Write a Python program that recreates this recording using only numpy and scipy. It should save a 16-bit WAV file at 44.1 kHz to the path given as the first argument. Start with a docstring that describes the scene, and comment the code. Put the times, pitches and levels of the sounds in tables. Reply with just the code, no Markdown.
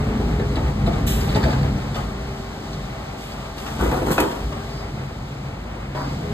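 """A refuse truck runs throughout: tones tied to its crank drone, firings boom, gear whirrs, oil hisses, pump and lift whine.
The bin is knocked (panel noise and ringing modes), its fittings clink, its hollow body thumps, air spits.
It scrapes over the lift frame at 1.2 s; rubbish slides out in grains from 3.2 s; the frame slams its stop at 4.2 s.
The oil valve whistles shut at 4.7 s and open at 5.95 s, when the steelwork shudders.
House fronts answer all but the tones; two microphone ports hear it from slightly left."""
import sys
import numpy as np
from scipy import signal
from scipy.fft import rfft, irfft, next_fast_len
from scipy.io import wavfile
from scipy.ndimage import map_coordinates

SR = 44100
rng = np.random.default_rng(int(sys.argv[2]) if len(sys.argv) > 2 else 0)


def int16_out(signal):
    """Quantize to a 16-bit WAV file."""
    q = np.round(np.clip(np.atleast_2d(signal).T, -1, 1) * 32767)
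    wavfile.write(sys.argv[1], SR, q.astype(np.int16))


N = 279149


def amp(db):
    """Decibels to gain."""
    return 10 ** (np.asarray(db) / 20)


def unit(x):
    """Scale to rms 1."""
    return x / np.sqrt(np.mean(x ** 2) + 1e-20)


def along(points, hz):
    """Read (freq_hz, value) points on a log frequency axis."""
    f, v = np.transpose(points)
    return np.interp(np.log(hz + 1), np.log(f + 1), v)


def curves(rows):
    """One value per sample for each column after time_s."""
    s, *cols = np.transpose(rows)
    return [np.interp(np.arange(N) / SR, s, c) for c in cols]


def wobble(rate_hz):
    """Smooth random curve, rate_hz knots a second."""
    coarse = np.arange(0, N + 64, 64)
    knots = rng.standard_normal(int(N * rate_hz / SR) + 4)
    smooth = map_coordinates(knots, [coarse * rate_hz / SR])
    return np.interp(np.arange(N), coarse, smooth)


def filtered(x, response):
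    """Multiply the spectrum of x by response(hz)."""
    size = x.shape[-1]
    m = next_fast_len(size + 8192)
    return irfft(rfft(x, m) * response(np.fft.rfftfreq(m, 1 / SR)), m)[..., :size]


def coloured(x, spectrum):
    """Shape x with a spectrum, at rms 1."""
    return unit(filtered(x, lambda hz: amp(along(spectrum, hz))))


def noise(spectrum, size=N):
    """Gaussian noise of rms 1 with a spectrum."""
    return coloured(rng.standard_normal(size), spectrum)


def grains(rate_hz, spread_db):
    """Random tiny impacts of uneven size, at rms 1."""
    hits = rng.random(N) < rate_hz / SR
    sizes = rng.standard_normal(N) * amp(spread_db * rng.standard_normal(N))
    return unit(hits * sizes)


def fade(t60_s, attack_s):
    """Half a second of quick rise and exponential decay."""
    t = np.arange(SR // 2) / SR
    return (1 - np.exp(-t / attack_s)) * np.exp(-np.log(1000) * t / max(t60_s, .01))


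def swell(start_s, end_s, attack_s, release_s):
    """Gain that rises from start_s, holds, and dies away after end_s."""
    t = np.arange(N) / SR
    rise = 1 - np.exp(-np.maximum(t - start_s, 0) / attack_s)
    return rise * np.exp(-np.maximum(t - end_s, 0) / release_s)


def add(track, s, sound):
    """Mix a sound in at time s."""
    part = track[int(s * SR):][:len(sound)]
    part += sound[:len(part)]


# hydraulic pump speed: time_s, pitch_hz
PUMP_SPEED = [(0, 427.8), (.65, 402.8), (1.2, 393.5), (2.5, 390.9), (3.6, 393.7), (4.5, 402.5),
              (4.85, 396.1), (6.12, 400.1), (6.33, 416)]


def shaft():
    """Crank turns; the pump tone is the sixteenth order of the crank."""
    pitch_hz = curves(PUMP_SPEED)[0] * (1 + .0025 * wobble(14))
    return np.cumsum(pitch_hz) / SR / 16


# truck effort, highest while it swings the full bin up: time_s, over_idle_db
EFFORT_CURVE = [(0, 12.5), (.8, 9.5), (.9, 14), (1.72, 12), (1.87, 6), (2.45, 0), (2.8, 2.5), (3.6, -3),
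                (3.9, 6), (4.5, 2), (5.7, 0.5), (6.33, 9)]


def effort():
    """How hard the truck works, in dB over idle."""
    return curves(EFFORT_CURVE)[0]


def crank_tone(turns, multiple, flutter_db, blur_rad=0):
    """Sine locked to a multiple of crank speed, at rms 1, with fluttering level and blurred phase."""
    phase = 2 * np.pi * (multiple * turns + rng.random()) + blur_rad * wobble(40)
    return unit(np.sin(phase) * amp(flutter_db * wobble(7)))


ENGINE_IDLE_DB = -32.5
# engine orders and body resonances, as crank multiples: crank_multiple, relative_db
DRONE_TONES = [(2.1,-8),(3,-12.5),(4,-12.5),(5.5,-8.5),(6.2,-15.5),(8,-13.2),(9,-16),(11.5,-19.5)]


def drone(turns):
    """Engine orders and body resonances drone, following the effort."""
    mix = sum(amp(db) * crank_tone(turns, k, flutter_db=3.8) for k, db in DRONE_TONES)
    return amp(ENGINE_IDLE_DB + effort()) * mix


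# hollow body's response to firings: freq_hz, relative_db
BOOM_SPECTRUM = [(22,-36),(36,-6.5),(54,-1.5),(90,-5.5),(115,-3),(140,-3),(180,-7.5),(230,-5.5),(330,-13.5),(500,-16.5),(800,-60)]


def boom(turns):
    """Three firings per crank turn and small random knocks shake the hollow body."""
    firings = np.diff(np.floor(turns * 3), prepend=0)
    shake = unit(firings * (1 + 0.12 * rng.standard_normal(N)))
    knocking = 0.19 * shake + grains(rate_hz=1500, spread_db=0.5)
    return amp(ENGINE_IDLE_DB + effort() - 2.5) * coloured(knocking, BOOM_SPECTRUM)


WHINE_ATTACK_S, WHINE_RELEASE_S = 0.073, 0.14
# pump strokes: start_s, end_s, level_db
PUMP_STROKES = [(-.2, 0.647, -36.5), (1.05, 2.675, -41.5), (2.84, 3.7, -48.5), (4.152, 4.86, -40.5),
                (6.214, 6.405, -31.5)]


def pump(turns):
    """The pump whines in strokes."""
    tone = crank_tone(turns, 16, flutter_db=2, blur_rad=.3)
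    pumping = sum(amp(db) * swell(start, end, WHINE_ATTACK_S, WHINE_RELEASE_S)
                  for start, end, db in PUMP_STROKES)
    return pumping * tone


LIFT_START_DB, LIFT_FADE_DB_PER_S, LIFT_END_S = -46.5, 0.5, 4.63
# lift cylinder tones: crank_multiple, relative_db
LIFT_TONES = [(26.55,-0.5),(32,-2),(34.7,-7),(44,-4.5),(48.5,-7),(64,-11)]


def lift(turns):
    """The lift cylinders sing in several tones, fading slowly, then dying away after LIFT_END_S."""
    mix = sum(amp(db) * crank_tone(turns, k, flutter_db=2.5, blur_rad=.6) for k, db in LIFT_TONES)
    level_db = LIFT_START_DB - LIFT_FADE_DB_PER_S * np.arange(N) / SR
    return amp(level_db) * swell(0, LIFT_END_S, WHINE_ATTACK_S, release_s=0.46) * mix


RATTLE_IDLE_DB, RATTLE_DB_PER_EFFORT_DB, SCRAPE_RATTLE_DB = -37, 0.3, 3
OIL_IDLE_DB, OIL_DB_PER_EFFORT_DB, SCRAPE_HISS_DB = -45, 0.096, 4.5
VALVE_SHUT_S, VALVE_OPEN_S, BLEED_DB_PER_S = 4.7, 5.95, 5
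# running gear: freq_hz, relative_db
RATTLE_SPECTRUM = [(180,-38),(300,-10),(520,-2.5),(780,-1),(1000,-6.5),(1250,-6),(1700,-12.5),(2200,-10),(3200,-19),(5000,-47)]
# oil hiss: freq_hz, relative_db
HISS_SPECTRUM = [(1800, -39), (3000, 1), (4200, 2), (6000, -4.5), (8000, -8.5), (11000, -16), (14000, -17),
                 (16000, -15)]


def machinery():
    """Gear whirrs and oil hisses, swelling with the scrape; rows: direct, scatter left, scatter right."""
    t = np.arange(N) / SR
    rattle = noise(RATTLE_SPECTRUM, (3, N))
    oil = noise(HISS_SPECTRUM, (3, N))
    scrape = scraping()
    # hiss bleeds away while the valve is shut
    reopened = swell(VALVE_OPEN_S, t[-1], attack_s=0.014, release_s=1)
    bleed_db = BLEED_DB_PER_S * np.maximum(t - VALVE_SHUT_S, 0) * (1 - reopened)
    rattle_db = RATTLE_IDLE_DB + RATTLE_DB_PER_EFFORT_DB * effort() + SCRAPE_RATTLE_DB * scrape
    rattle_db = rattle_db - 0.25 * bleed_db + 1.1 * wobble(18)
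    oil_db = OIL_IDLE_DB + OIL_DB_PER_EFFORT_DB * effort() + SCRAPE_HISS_DB * scrape
    oil_db = oil_db - bleed_db + 0.67 * wobble(15)
    return amp(rattle_db) * rattle + amp(oil_db) * oil


# blows on the bin, levels before trims:
# start_s, level_db, brightness_db_per_octave, ring_t60_s, mode_hz, mode_vs_blow_db
BIN_BLOWS = [(.2, -17, -5.5, 0.12, 800, -8), (.395, -18, -3.5, 0.15, 1710, -16),
             (.568, -16.5, -3.5, 0.44, 752, -14), (.679, -21, -3, .06, 986, 0),
             (.871, -13, -3, 0.18, 639, -6), (1.277, -21, 0, .1, 835, -4), (1.357, -14.5, 0, 0.25, 880, -6),
             (1.437, -13, -1.5, 0.18, 1696, -12), (1.455, -13.5, -4, 0.1, 591, -4),
             (1.483, -16.5, -3.5, 0.094, 767, 0), (1.528, -15.5, -2, .15, 1197, -12),
             (1.954, -19, 0.5, 0.47, 702.7, -10.5), (3.134, -29, -11, 0.25, 319, -9),
             (3.662, -20.5, 1, 0.4, 464, -7.5), (3.79, -18, -3.5, 0.27, 1510, -13),
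             (3.823, -12, -5, 0.22, 1407, -17), (3.854, -15.5, -6, 0.2, 393, -5),
             (3.914, -14.5, -2, 0.28, 747.5, -7), (4.016, -15, -5, 0.21, 324, -12),
             (4.18, -9.5, -1.5, 0.3, 333, -9.5), (4.222, -13.5, -3.5, 0.27, 381, -9),
             (4.312, -20.5, -0.5, 0.14, 603, -8), (4.523, -19.5, -1.5, 0.1, 1202, -9),
             (5.948, -17.5, -2.5, 0.16, 898, -9)]
# bin resonances: centre_hz, width_hz, relative_db
BIN_MODES = [(344, 100, -5), (877, 100, -3), (1213, 57, -8.5)]
# dense panel modes: freq_hz, relative_db
PANEL_SPECTRUM = [(80, -68), (250, -8.5), (380, -2), (520, 2.5), (700, -1), (950, -9), (1400, -11.5),
                  (2600, -11.5), (4500, -18.5), (14000, -41)]


def bin_response(f):
    """Sum of the bin's band-pass resonances."""
    return sum(amp(db) * 1j * f * w / (c * c - f * f + 1j * f * w) for c, w, db in BIN_MODES)


def blows():
    """Each contact clatters through dense panel modes and leaves the bin ringing, one mode most of all."""
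    out, size = np.zeros(N), SR // 2
    t = np.arange(size) / SR
    for s, db, bright_db, t60, mode_hz, mode_db in BIN_BLOWS:
        slope = lambda hz: amp(bright_db * np.log2(np.clip(hz, 200, 8000) / 800))
        decay = fade(0.59 * t60, attack_s=0.0012) + 0.84 * fade(0.053, attack_s=0.00075)
        clatter = noise(PANEL_SPECTRUM, size) * decay
        ring = unit(filtered(rng.standard_normal(size), bin_response))
        ring = ring * fade(1.28 * t60, attack_s=0.0046)
        # loose contact makes the phase of the favoured mode drift
        drift = 0.084 * np.cumsum(rng.standard_normal(size))
        note = np.sin(2 * np.pi * mode_hz * t + drift) * fade(t60, attack_s=0.00057)
        rough = filtered(amp(db - 10) * clatter + amp(db - 13.0) * ring, slope)
        add(out, s, rough + amp(db + mode_db) * note)
    return out


CLINK_T60_S, CLINK_LOG_SPREAD = 0.088, .15
# loudest castors and catches: time_s, level_db before trim, centre_pitch_hz
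FITTING_CLINKS = [(0.5574, -24, 3880), (.864, -23.5, 3860), (.933, -26, 3700), (1.209, -25, 4480),
                  (1.292, -23.5, 3960), (1.3482, -22, 4270), (1.431, -24.5, 4360), (1.507, -27, 4180),
                  (1.5295, -27, 4270), (1.946, -25, 3850), (2.732, -28, 4700), (3.321, -31, 4480),
                  (3.5819, -26.5, 3870)]
# castor tick: freq_hz, relative_db
CASTOR_SPECTRUM = [(1500, 6.5), (2800, -1), (3700, 1), (4500, -1), (5600, -12), (8000, -9), (15000, -29)]


def fittings():
    """Loose castors and catches tick and ring briefly, each in its own cluster of 30 pitches."""
    out, size = np.zeros(N), SR // 8
    t = np.arange(size) / SR
    for s, db, hz in FITTING_CLINKS:
        pitches = hz * np.exp(CLINK_LOG_SPREAD * rng.standard_normal(size=(30, 1)))
        ring = unit(np.sin(2 * np.pi * (pitches * t + rng.random(pitches.shape))).sum(axis=0))
        ring = ring * fade(CLINK_T60_S, attack_s=0.0013)[:size]
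        tick = noise(CASTOR_SPECTRUM, size) * fade(t60_s=0.094, attack_s=0.001)[:size]
        add(out, s - .002, amp(db - 7.5) * (tick + ring))
    return out


THUMP_LOW_HZ, THUMP_HIGH_HZ = 60.2, 134.3
# dull thumps: start_s, level_db before trim, upper_mode_share_0_1
BODY_THUMPS = [(.628, -7.5, 0.04), (1.441, -9, 0.1), (1.97, -14, 0.95), (2.03, -20, 0), (2.218, -17, 0.01),
               (3.8, -8.5, 0.12), (3.869, -8, 0.13), (4.43, -11.5, 0.05), (5.349, -15.5, 0.68),
               (5.435, -14, 0.93), (6.02, -12, 0.5)]


def thumps():
    """A shifting load sets two low modes of the hollow body swinging."""
    out, t = np.zeros(N), np.arange(SR // 2) / SR
    low, high = np.sin(2 * np.pi * np.outer([THUMP_LOW_HZ, THUMP_HIGH_HZ], t))
    for s, db, upper in BODY_THUMPS:
        swing = low + np.clip(upper, 0, 1) * (high - low)
        add(out, s, amp(db - 1) * swing * fade(t60_s=0.24, attack_s=0.014))
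    return out


# sharp spits of air and cracks: start_s, level_db, t60_s
AIR_SPITS = [(1.064, -23, 0.65), (4.111, -24, 0.28), (4.202, -15, 0.032), (4.208, -27.5, 0.15)]
# escaping air: freq_hz, relative_db
AIR_SPECTRUM = [(1200, -4), (3000, 4.5), (4500, -2.5), (8000, -0.5), (13000, -2), (16000, -1.5)]


def spits():
    """Bright noise bursts that die away; the shorter, the sharper their start."""
    out = np.zeros(N)
    for s, db, t60 in AIR_SPITS:
        add(out, s, amp(db) * noise(AIR_SPECTRUM, SR // 2) * fade(t60, attack_s=0.01 * t60))
    return out


SCRAPE_START_S, SCRAPE_END_S, SCRAPE_ATTACK_S, SCRAPE_RELEASE_S = 1.194, 1.46, 0.075, 0.2
SCRAPE_JUDDER_DEPTH, SCRAPE_JUDDER_HZ = 0.23, 55.26


def scraping():
    """Pressure of the tilting bin on the lift frame, juddering as it sticks and slips."""
    press = swell(SCRAPE_START_S, SCRAPE_END_S, SCRAPE_ATTACK_S, SCRAPE_RELEASE_S)
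    return press * (1 + SCRAPE_JUDDER_DEPTH * wobble(SCRAPE_JUDDER_HZ))


GRIT_DB = -40
# rust and grit: freq_hz, relative_db
GRIT_SPECTRUM = [(1000, -18), (1700, 4), (2600, -16), (3700, -4), (4700, 1.5), (6000, -23)]


def grit():
    """Grit crunches under the sliding bin as random grains."""
    return amp(GRIT_DB) * scraping() * coloured(grains(rate_hz=600, spread_db=3.5), GRIT_SPECTRUM)


FALL_ATTACK_S, FALL_RELEASE_S = 0.012, 0.15
# loads sliding out: start_s, end_s, tumbling_db, rustling_db
RUBBISH_FALLS = [(3.173, 3.255, -59, -43), (3.56, 3.764, -37.5, -42), (3.787, 3.96, -26, -40),
                 (4.052, 4.29, -31, -41)]
# tumbling sacks: freq_hz, relative_db
TUMBLE_SPECTRUM = [(70,-29),(175,5.5),(400,5),(800,1),(1000,-1.5),(1550,-7.5),(1900,-16),(3000,-28),(6000,-30.5)]
# rustling plastic: freq_hz, relative_db
RUSTLE_SPECTRUM = [(1200, -3), (3000, 7.5), (4500, -1.5), (8000, -2), (13000, -7.5), (16000, -6.5)]


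def rubbish():
    """Sacks tumble in lumps down the bin wall into the hopper, their plastic rustling."""
    tumbling, rustling = sum(np.outer(amp(levels_db), swell(start, end, FALL_ATTACK_S, FALL_RELEASE_S))
                             for start, end, *levels_db in RUBBISH_FALLS)
    lumps = amp(3.0 * wobble(45))
    tumble = tumbling * lumps * coloured(grains(rate_hz=1100, spread_db=1.5), TUMBLE_SPECTRUM)
    rustle = rustling * coloured(grains(rate_hz=7000, spread_db=-1.0), RUSTLE_SPECTRUM)
    return tumble + rustle


CRACK_DB = 1.5  # against the slam
# frame slams into its stop, bounces once: start_s, level_db before trims
FRAME_SLAMS = [(4.179, -5.8), (4.198, -10.8)]
# steel meeting steel: freq_hz, relative_db
CRACK_SPECTRUM = [(150, -22), (400, 4), (850, 4), (1700, -1.5), (4000, -17), (9000, -31)]


def cracks():
    """The hard, short noise burst at each slam."""
    out = np.zeros(N)
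    for s, db in FRAME_SLAMS:
        burst = noise(CRACK_SPECTRUM, SR // 2) * fade(t60_s=0.04, attack_s=0.0036)
        add(out, s, amp(db + CRACK_DB) * burst)
    return out


CRASH_DB, CRASH_T60_S, CLANG_DB = -22, 0.57, -15.5  # levels against the slam
# frame modes: freq_hz, relative_db, t60_s
FRAME_MODES = [(306, 0.5, 0.41), (367, 1.5, .38), (528, 1.5, 0.18), (659, -1, 0.2), (917, -1, 0.47),
               (1256, -13, 0.38), (1800, -12, .18), (2515, 1, 0.17)]
# loose plates: freq_hz, relative_db
CRASH_SPECTRUM = [(200, -25), (380, 5), (800, -6), (1300, -1), (1900, -11), (5000, -33)]


def frame():
    """Frame modes clang, roughened by the bin rattling on it, over the crash of loose plates."""
    out, t = np.zeros(N), np.arange(SR // 2) / SR
    for s, db in FRAME_SLAMS:
        crash = noise(CRASH_SPECTRUM, len(t)) * fade(CRASH_T60_S, attack_s=.01)
        add(out, s, amp(db + CRASH_DB) * crash)
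        for hz, mode_db, t60 in FRAME_MODES:
            drift = .0026 * np.sqrt(hz) * np.cumsum(rng.standard_normal(len(t)))
            clang = np.sin(2 * np.pi * hz * t + drift) * fade(t60, attack_s=.001)
            add(out, s, amp(db + CLANG_DB + mode_db) * clang)
    return out


WHISTLE_HZ, WHISTLE_DB, WHISTLE_S = 4840, -43.5, .1


def whistle():
    """Oil squeezes through the valve as it shuts and opens: a thin, unsteady note."""
    drift = 0.132 * np.cumsum(rng.standard_normal(N))
    phase = 2 * np.pi * WHISTLE_HZ * np.arange(N) / SR + drift
    moving = sum(swell(s, s + WHISTLE_S, attack_s=0.0097, release_s=0.065)
                 for s in (VALVE_SHUT_S, VALVE_OPEN_S))
    return amp(WHISTLE_DB) * np.sin(phase) * moving


SHUDDER_DB, SHUDDER_END_S = -25.8, 5.995
# shuddering steelwork: freq_hz, relative_db
SHUDDER_SPECTRUM = [(250, -10), (600, -4.5), (900, -1), (1500, -10.5), (2400, -26), (5000, -45)]


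def shudder():
    """The steelwork shudders in a short, rough rush as the oil pressure returns."""
    rush = coloured(grains(rate_hz=1800, spread_db=0), SHUDDER_SPECTRUM)
    return amp(SHUDDER_DB) * swell(VALVE_OPEN_S, SHUDDER_END_S, attack_s=0.012, release_s=0.067) * rush


# house fronts: freq_hz, t60_s
STREET_DECAY = [(100,0.21),(1000,0.24),(4000,0.029),(14000,0.025)]


def street(x):
    """Diffuse echo of the house fronts, unrelated at the two ports and slowly varying."""
    out, step = np.zeros((2, N)), SR // 4
    # tails redrawn every quarter second and crossfaded, to avoid fixed ripple
    for start in range(0, N + step, step):
        hz, t, z = signal.stft(rng.standard_normal((2, SR // 3)), SR, nperseg=256)
        t60 = along(STREET_DECAY, hz)[:, None]
        decay = np.exp(-np.log(1000) * t / t60) / np.sqrt(t60)
        tail = signal.istft(z * decay, SR, nperseg=256)[1]
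        span = np.arange(max(start - step, 0), min(start + step, N))
        piece = x[span] * np.cos(np.pi / 2 * (span - start) / step)
        for side, answer in zip(out, tail):
            add(side, span[0] / SR, signal.fftconvolve(piece, answer / np.linalg.norm(answer)))
    return out


# left port's phase lead: freq_hz, lead_rad
PORT_LEAD = [(0,0),(1500,0),(2200,2.4),(3300,2.6),(3800,.6),(5300,3.14),(7500,6.28),(10200,9.42),(15100,15.7)]


def ports(x):
    """Direct sound reaches the left port first: a phase lead that depends on frequency."""
    lead = lambda hz: np.interp(hz, *np.transpose(PORT_LEAD))
    return filtered(x, lambda hz: np.exp(.5j * np.outer([1, -1], lead(hz))))


# power share straight from the truck: freq_hz, share_0_1
DIRECT_SHARE = [(100,1),(200,0.97),(350,0.82),(520,0.37),(750,0.21),(1400,0.29),(2500,1),(3700,0.26),(4700,0),(5600,0.93),(14000,1)]


def scene():
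    """Truck, bin and load, heard directly and scattered by the houses."""
    turns = shaft()
    knocks = boom(turns) + blows() + thumps() + spits() + grit() + rubbish() + frame() + shudder()
    sharp = fittings() + cracks()
    tones = drone(turns) + pump(turns) + lift(turns) + whistle()
    straight, *scatter = machinery()
    share = lambda hz: np.clip(along(DIRECT_SHARE, hz), 0, .9999)
    direct = filtered(knocks + straight, lambda hz: np.sqrt(share(hz))) + sharp + tones
    # long waves reach both ports alike
    unlike = lambda hz: np.sqrt(1 - share(hz)) * hz ** 2 / (hz ** 2 + 100 ** 2)
    return ports(direct) + filtered(street(knocks + sharp / 2) + scatter, unlike)


CEILING_DB, TOP_HZ = -1.5, 15700
# level difference of the ports: freq_hz, left_minus_right_db
PORT_TILT = [(120,0),(250,1.2),(500,1.8),(1200,2.8),(2400,.8),(5000,0)]


def record(dry):
    """Left port favours the midrange; the highest peaks are rounded off; nothing passes above TOP_HZ."""
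    heard = filtered(dry, lambda hz: amp(np.outer([.5, -.5], along(PORT_TILT, hz))))
    rounded = heard / (1 + (heard / amp(CEILING_DB)) ** 4) ** (1 / 4)
    return filtered(rounded, lambda hz: hz < TOP_HZ)


dry = scene()
out = record(dry)
int16_out(out)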